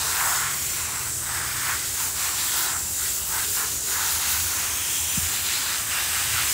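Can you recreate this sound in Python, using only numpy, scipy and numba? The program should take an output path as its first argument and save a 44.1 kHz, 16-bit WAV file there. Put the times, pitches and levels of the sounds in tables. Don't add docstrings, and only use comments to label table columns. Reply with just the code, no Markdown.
import sys
import numpy as np
from scipy import signal
from scipy.fft import rfft, irfft
from scipy.io import wavfile
from scipy.ndimage import uniform_filter1d, map_coordinates
from numba import njit

SR = 44100
rng = np.random.default_rng(int(sys.argv[2]) if len(sys.argv) > 2 else 0)


def wav_record(signal):
    frames = np.transpose(np.atleast_2d(signal))
    bounded = np.clip(frames, -1, 1)
    quanta = np.round(bounded * 32767).astype(np.int16)
    wavfile.write(sys.argv[1], SR, quanta)


def ratio_of_db(decibels):
    return 10 ** (np.asarray(decibels, float) / 20)


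N = 288352
TIME = np.arange(N) / SR


def unit(x):
    return x / np.sqrt(np.mean(x ** 2))


def noise():
    return rng.standard_normal(N)


def tone(hz):
    return np.sin(2 * np.pi * np.cumsum(hz) / SR)


def curves(table):
    s, *columns = np.transpose(table)
    return [np.interp(TIME, s, column) for column in columns]


def swells(events, floor_db, column):
    power = np.full(N, ratio_of_db(floor_db) ** 2)
    for row in events:
        middle, length = row[:2]
        start = max(int((middle - length / 2) * SR), 0)
        span = slice(start, int((middle + length / 2) * SR))
        power[span] += ratio_of_db(row[column]) ** 2 * np.cos(np.pi * (TIME[span] - middle) / length) ** 2
    return 10 * np.log10(power)


def walk(rate):
    hold = int(SR / rate)
    steps = np.repeat(rng.standard_normal(N // hold + 1), hold)
    return 1.1 * uniform_filter1d(uniform_filter1d(steps, hold), hold)[:N]


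@njit
def svf(x, hz, q):
    y, band, low, damping = np.empty(len(x)), 0., 0., 1 / q
    for i in range(len(x)):
        g = np.tan(np.pi * hz[i] / SR)
        v = (band + g * (x[i] - low)) / (1 + g * (g + damping))
        band, low, y[i] = 2 * v - band, low + 2 * g * v, damping * v
    return y


def ring(x, hz, q):
    hz = np.clip(hz + np.zeros(N), 20, .42 * SR)
    return unit(svf(svf(x, hz, q), hz, q) / np.sqrt(hz))


def drops(per_s, spread_db, stream):
    size = np.minimum(rng.exponential(size=N), 3.5)
    landed = rng.random(N) < per_s / SR
    hits = landed * ratio_of_db(spread_db * size) * rng.choice([-1, 1], N)
    return unit(hits) + stream * noise()


def echo(x, delay_ms):
    return map_coordinates(x, [np.arange(N) - delay_ms * SR / 1000], order=2)


# (t/s, bore whistle f/Hz, hiss level/dB with distance, splash centre f/Hz)
GUN_HAND = [(0, 7540, -30.5, 4630), (.32, 7700, -28, 4250), (.6, 7200, -31, 4540), (.9, 7370, -30.7, 4470),
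            (1.2, 7900, -30, 4550), (1.7, 7600, -30.5, 4150), (2.1, 7400, -30, 4400),
            (2.5, 7640, -29.5, 3930), (3.1, 7600, -29.2, 4300), (3.5, 7700, -29, 3970),
            (3.8, 7000, -30.5, 4020), (4.25, 6600, -30.5, 3870), (4.55, 6600, -29.1, 3500),
            (4.9, 7000, -30.8, 3100), (5.35, 7500, -29.5, 3630), (5.7, 7600, -32.5, 3920),
            (6.0, 7700, -31, 3740), (6.54, 7900, -27.5, 4040)]
# (middle t/s, length t/s, splash level/dB, mist level/dB)
SPRAY_SHEETS = [(0.02, 0.41, -32.5, -40.5), (0.26, 0.82, -35.5, -37.5), (0.72, 0.48, -41, -43.0),
                (0.96, 0.45, -39.5, -46), (1.34, 0.34, -39, -42), (1.54, 0.32, -37.0, -43),
                (1.75, 0.51, -36, -41.5), (2.03, 0.24, -35.5, -39), (2.26, 0.28, -33.5, -39),
                (2.4, 0.17, -29.5, -39), (2.56, 0.38, -30, -39), (2.66, 0.45, -40.0, -42.0),
                (2.92, 0.34, -45, -41), (3.06, 0.18, -34.5, -40), (3.22, 0.6, -41.5, -40.5),
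                (3.39, 0.25, -35.5, -39), (3.55, 0.35, -35.5, -40.5), (3.68, 0.43, -39.5, -40),
                (3.91, 0.24, -34.5, -37), (4.15, 0.45, -31.5, -37), (4.3, 0.16, -38, -38),
                (4.4, 0.62, -31.5, -39), (4.72, 0.52, -35.5, -41.5), (4.97, 0.73, -36.5, -41),
                (5.27, 0.55, -38, -40.5), (5.5, 0.74, -31, -42), (5.77, 0.23, -33.0, -41),
                (5.98, 0.29, -30.5, -39), (6.17, 0.34, -30.5, -37.5), (6.42, 0.48, -30.5, -36.5)]
# (t/s, delay via the lawn/ms, share/1, delay via the dog's flank/ms, share/1)
NOZZLE_ECHOES = [(0, 4.2, .2, 5.1, .1), (.65, 4.1, 0.31, 9, .1), (1.1, 4.4, .3, 7, .2),
                 (1.4, 4.5, .05, 8.5, .2), (1.5, 4.0, .05, 6.45, .2), (1.65, 4.0, .35, 6.8, 0.22),
                 (1.95, 4.5, .25, 6.4, 0.41), (2.3, 3.3, .05, 6.4, .05), (2.8, 4.9, .15, 5.1, .05),
                 (3.2, 5, .3, 4.8, 0.21), (3.75, 6.2, 0.18, 4.7, .05), (4.5, 4.6, .05, 9.1, .05),
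                 (5.1, 4.9, 0.38, 5, .15), (5.4, 5.2, .3, 4.8, .3), (5.9, 4.6, .25, 6.7, 0.23),
                 (6.54, 5.0, .1, 5.5, .1)]


def nozzle():
    whistle_hz, hiss_db, _ = curves(GUN_HAND)
    hiss_hz = 7500 + .55 * (whistle_hz - 7500)
    mist_db = swells(SPRAY_SHEETS, -43.5, 3)
    lawn_ms, lawn, flank_ms, flank = curves(NOZZLE_ECHOES)

    sputter = walk(9.6)
    hiss_db = hiss_db - 2.3 + 0.95 * sputter + 1.2 * walk(14) + 0.49 * walk(35)
    fizz_db = mist_db + 5.3 + .8 * sputter + 1.1 * walk(13)
    fine_db = mist_db + 6.5 + .8 * sputter + 1.4 * walk(18) + .6 * walk(30)
    hiss = ring(drops(9000, 3.0, 1.4), hiss_hz, 1.63) * ratio_of_db(hiss_db)
    fizz = ring(drops(9000, 2.5, 1.4), 8430, 0.85) * ratio_of_db(fizz_db)
    mist = ring(drops(9000, 2.2, 1.9), 15450, 0.68) * ratio_of_db(fine_db)

    jet = hiss + fizz
    back = lawn * echo(jet, lawn_ms) + flank * echo(jet, flank_ms)
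    return (jet + back) / np.sqrt(1 + lawn ** 2 + flank ** 2) + mist


def whistle():
    hz, hiss_db, _ = curves(GUN_HAND)
    wavering_hz = hz * (1 + .035 * walk(9))
    return ring(noise(), wavering_hz, 6.5) * ratio_of_db(hiss_db - 7 + 2.4 * walk(10))


# (middle t/s, length t/s, drumming level/dB, slap level/dB)
COAT_STROKES = [(0.05, 0.2, -34.5, -48), (0.2, 0.32, -31, -37.5), (0.27, 0.25, -27.5, -45),
                (0.43, 0.33, -31, -39), (0.63, 0.22, -42, -39.5), (0.8, 0.27, -38, -39.5),
                (0.98, 0.35, -36.5, -45), (1.36, 0.36, -32.5, -58.0), (1.61, 0.53, -34.5, -44),
                (1.71, 0.16, -31, -46), (1.84, 0.25, -46.5, -43), (2.03, 0.21, -35, -39),
                (2.25, 0.24, -35, -39), (2.43, 0.33, -35, -52), (2.58, 0.18, -34.5, -58.0),
                (2.7, 0.27, -33, -58.0), (3.05, 0.17, -38, -58.0), (3.37, 0.21, -32.5, -58.0),
                (3.62, 0.18, -32.5, -58.0), (4.0, 0.34, -33.0, -55.5), (4.25, 0.39, -35, -38.5),
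                (4.37, 0.11, -35, -39), (4.63, 0.64, -37.0, -39.5), (4.9, 0.52, -42.5, -40.5),
                (5.28, 0.58, -38.5, -36.5), (5.53, 0.34, -42, -35), (5.73, 0.39, -36, -38),
                (5.98, 0.27, -33.5, -33.5), (6.18, 0.3, -33.5, -33.5), (6.41, 0.39, -34, -31)]
# (t/s, drumming centre f/Hz)
COAT_PATCH = [(0, 1170), (.16, 1390), (.3, 1250), (.5, 1460), (1.07, 1430), (1.3, 1440), (1.75, 1500),
              (2.05, 1420), (2.3, 1400), (2.55, 1430), (2.72, 1230), (3.06, 1520), (3.4, 1310),
              (3.62, 1460), (4.0, 1370), (5.26, 1340), (5.9, 1300), (6.54, 1450)]


def drum(surge):
    drum_db = swells(COAT_STROKES, -44.5, 2)
    drum_hz = curves(COAT_PATCH)[0] * (1 + .03 * walk(8))
    skin = np.zeros(N)
    for ratio, db in ((.72, -3.5), (1.01, 0.5), (1.33, -2)):
        waver = ratio_of_db(db + 1.06 * walk(14))
        skin += waver * ring(drops(3000, 3.9, 1.07), ratio * drum_hz, 1.84)
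    return unit(skin) * ratio_of_db(drum_db + 0.72 * surge + 0.42 * walk(40))


def slap(surge):
    slap_db = swells(COAT_STROKES, -52.5, 3)
    slap_hz = 2300 * (1 + 0.09 * walk(10))
    return ring(drops(4000, 2.5, 1.17), slap_hz, 1.1) * ratio_of_db(slap_db + 0.68 * surge + 0.65 * walk(25))


def splash(surge):
    splash_db = swells(SPRAY_SHEETS, -42, 2)
    splash_hz = curves(GUN_HAND)[2]
    fine = drops(5000, 4.5, 0.83)
    spatter = ring(fine, splash_hz, 0.87) + ratio_of_db(2.5) * ring(fine, 4900, 0.6)
    return unit(spatter) * ratio_of_db(splash_db + 1.4 * surge + 0.29 * walk(30))


def landing():
    surge = walk(18)
    return drum(surge) + slap(surge) + splash(surge)


# (start t/s, length t/s, f/Hz, level/dB)
WET_HOLLOWS = [(.1, 0.37, 2240, -47), (1.66, 0.2, 1970, -44), (2.3, 0.42, 3400, -40.5),
               (2.32, 0.25, 4600, -41), (2.546, 0.19, 367, -50.5), (3.3, 1, 420, -53),
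               (4.092, 0.41, 2800, -43), (4.118, .35, 4000, -43), (4.62, .72, 3220, -38.5),
               (2.75, 1.2, 2850, -48), (5.3, 0.32, 2427, -45), (5.88, 0.15, 2720, -36.5),
               (6.14, 0.1, 1400, -36), (6.325, 0.11, 1430, -33.5), (6.15, 0.4, 116, -44),
               (0, 0.23, 430, -48.5)]


def hollows():
    out = np.zeros(N)
    for start, length, hz, db in WET_HOLLOWS:
        swell = np.sin(np.pi * np.clip((TIME - start) / length, 0, 1))
        out += ratio_of_db(db) * swell * ring(noise(), hz, 5.6)
    return out * ratio_of_db(1.5 * walk(17))


# (f/Hz, level/dB per Hz)
YARD_COLOUR = [(15, -42), (25, -21), (54, -1.5), (81, 3), (109, -1), (168, -7.5), (217, -9.5), (401, -8),
               (509, -14), (719, -12), (900, -16.5), (1170, -34), (1980, -120)]


def yard():
    hz = np.fft.rfftfreq(N, 1 / SR) + 1
    colour_hz, colour_db = np.transpose(YARD_COLOUR)
    colour = np.interp(np.log(hz), np.log(colour_hz), colour_db)
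    return unit(irfft(rfft(noise()) * ratio_of_db(colour), N)) * ratio_of_db(-43.5)


# (middle t/s, length t/s, level/dB)
FAR_VEHICLES = [(0, .24, -37), (.35, 0.54, -44), (1.1, 1.6, -42), (1.9, .6, -47), (2.42, 0.31, -54),
                (2.9, .5, -45), (3.26, .24, -40), (3.65, .8, -42), (4.1, 0.44, -46), (4.45, 0.78, -40),
                (5.02, .5, -41), (5.24, .14, -31), (6.25, .8, -39)]


def traffic():
    rumble_db = swells(FAR_VEHICLES, -53.5, 2)
    hum_hz = 77.8 + (90.7 - 77.8) * np.exp(-TIME / 1.6) + 2.6 * walk(7)
    drone = tone(hum_hz) * ratio_of_db(2.9 * walk(6.7))
    rumble = 0.63 * ring(noise(), 82.4, 2.2)
    return (drone + rumble) * ratio_of_db(rumble_db - 5.0)


# (t/s, firing tone f/Hz, level/dB)
FAR_ENGINE = [
    (0.0, 139.5, -53),
    (0.1, 140, -52),
    (0.55, 140, -49.5),
    (0.82, 124, -50),
    (1.48, 125.5, -45.5),
    (2.05, 127, -54),
    (2.5, 125.9, -54),
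]


def engine():
    hz, db = curves(FAR_ENGINE)
    fade = np.clip((FAR_ENGINE[-1][0] - TIME) / 0.22, 0, 1)
    return np.sqrt(2) * tone(hz) * ratio_of_db(db + 0.5 * walk(9.44)) * fade


# (t/s, low f/Hz, high f/Hz, level/dB)
SIDE_FLECKS = [(.37, 5120, 6300, -38), (.72, 5600, 7000, -37), (1.65, 8900, 11200, -38),
               (1.65, 14400, 15700, -44), (2.16, 4220, 5240, -49), (4.6, 13000, 14500, -38),
               (5.11, 6240, 7630, -33), (5.18, 6250, 7700, -34), (5.18, 8900, 10500, -38),
               (5.18, 13700, 15700, -38), (5.48, 6800, 8350, -36), (6.5, 4200, 6400, -32),
               (6.5, 8200, 9700, -33), (6.5, 10300, 11900, -38)]


def side_flecks():
    half = 1024
    out, hz = np.zeros(N + 2 * half), np.fft.rfftfreq(2 * half, 1 / SR)
    for s, low_hz, high_hz, db in SIDE_FLECKS:
        inside = (hz > low_hz) & (hz < high_hz)
        band = irfft(rfft(rng.standard_normal(2 * half)) * inside)
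        start = int(s * SR) - half
        out[start:start + 2 * half] += ratio_of_db(db) * unit(band) * signal.windows.hann(2 * half)
    return out[:N]


# (t/s, peak level/dB, start f/Hz, end f/Hz, length t/s)
PHONE_KNOCKS = [
    (5.17, -21.5, 328, 108, 0.0245),
    (5.222, -30, 94.8, 75, 0.036),
]


def knocks():
    out = np.zeros(N)
    for s, db, start_hz, end_hz, length in PHONE_KNOCKS:
        u = np.clip((TIME - s) / length, 0, 1)
        sag = (start_hz - end_hz) * (1 - (1 - u) ** 3) / 3
        phase = 2 * np.pi * length * (end_hz * u + sag)
        out += ratio_of_db(db) * np.sin(np.pi * u ** 0.91) ** 2 * np.sin(phase + 1.5)
    return out


def near_paths(water):
    out = ratio_of_db(0.28) * water
    for delay_ms in (.35, .6, .9, 1.7, 2.8):
        out = out + 0.091 * walk(4.46) * echo(water, delay_ms)
    return out


def scene():
    water = near_paths(nozzle() + whistle() + landing())
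    mono = water + hollows() + yard() + traffic() + engine() + knocks()
    return np.array([mono, mono])


def top_cut(x):
    return signal.sosfilt(signal.butter(12, 17010, fs=SR, output="sos"), x)


def record(dry):
    both = dry + side_flecks() * np.array([[1], [-1]])
    below_top = np.fft.rfftfreq(N, 1 / SR) < 15730
    cut = irfft(rfft(both) * below_top, N)
    return top_cut(cut)


dry = scene()
out = record(dry)
wav_record(out)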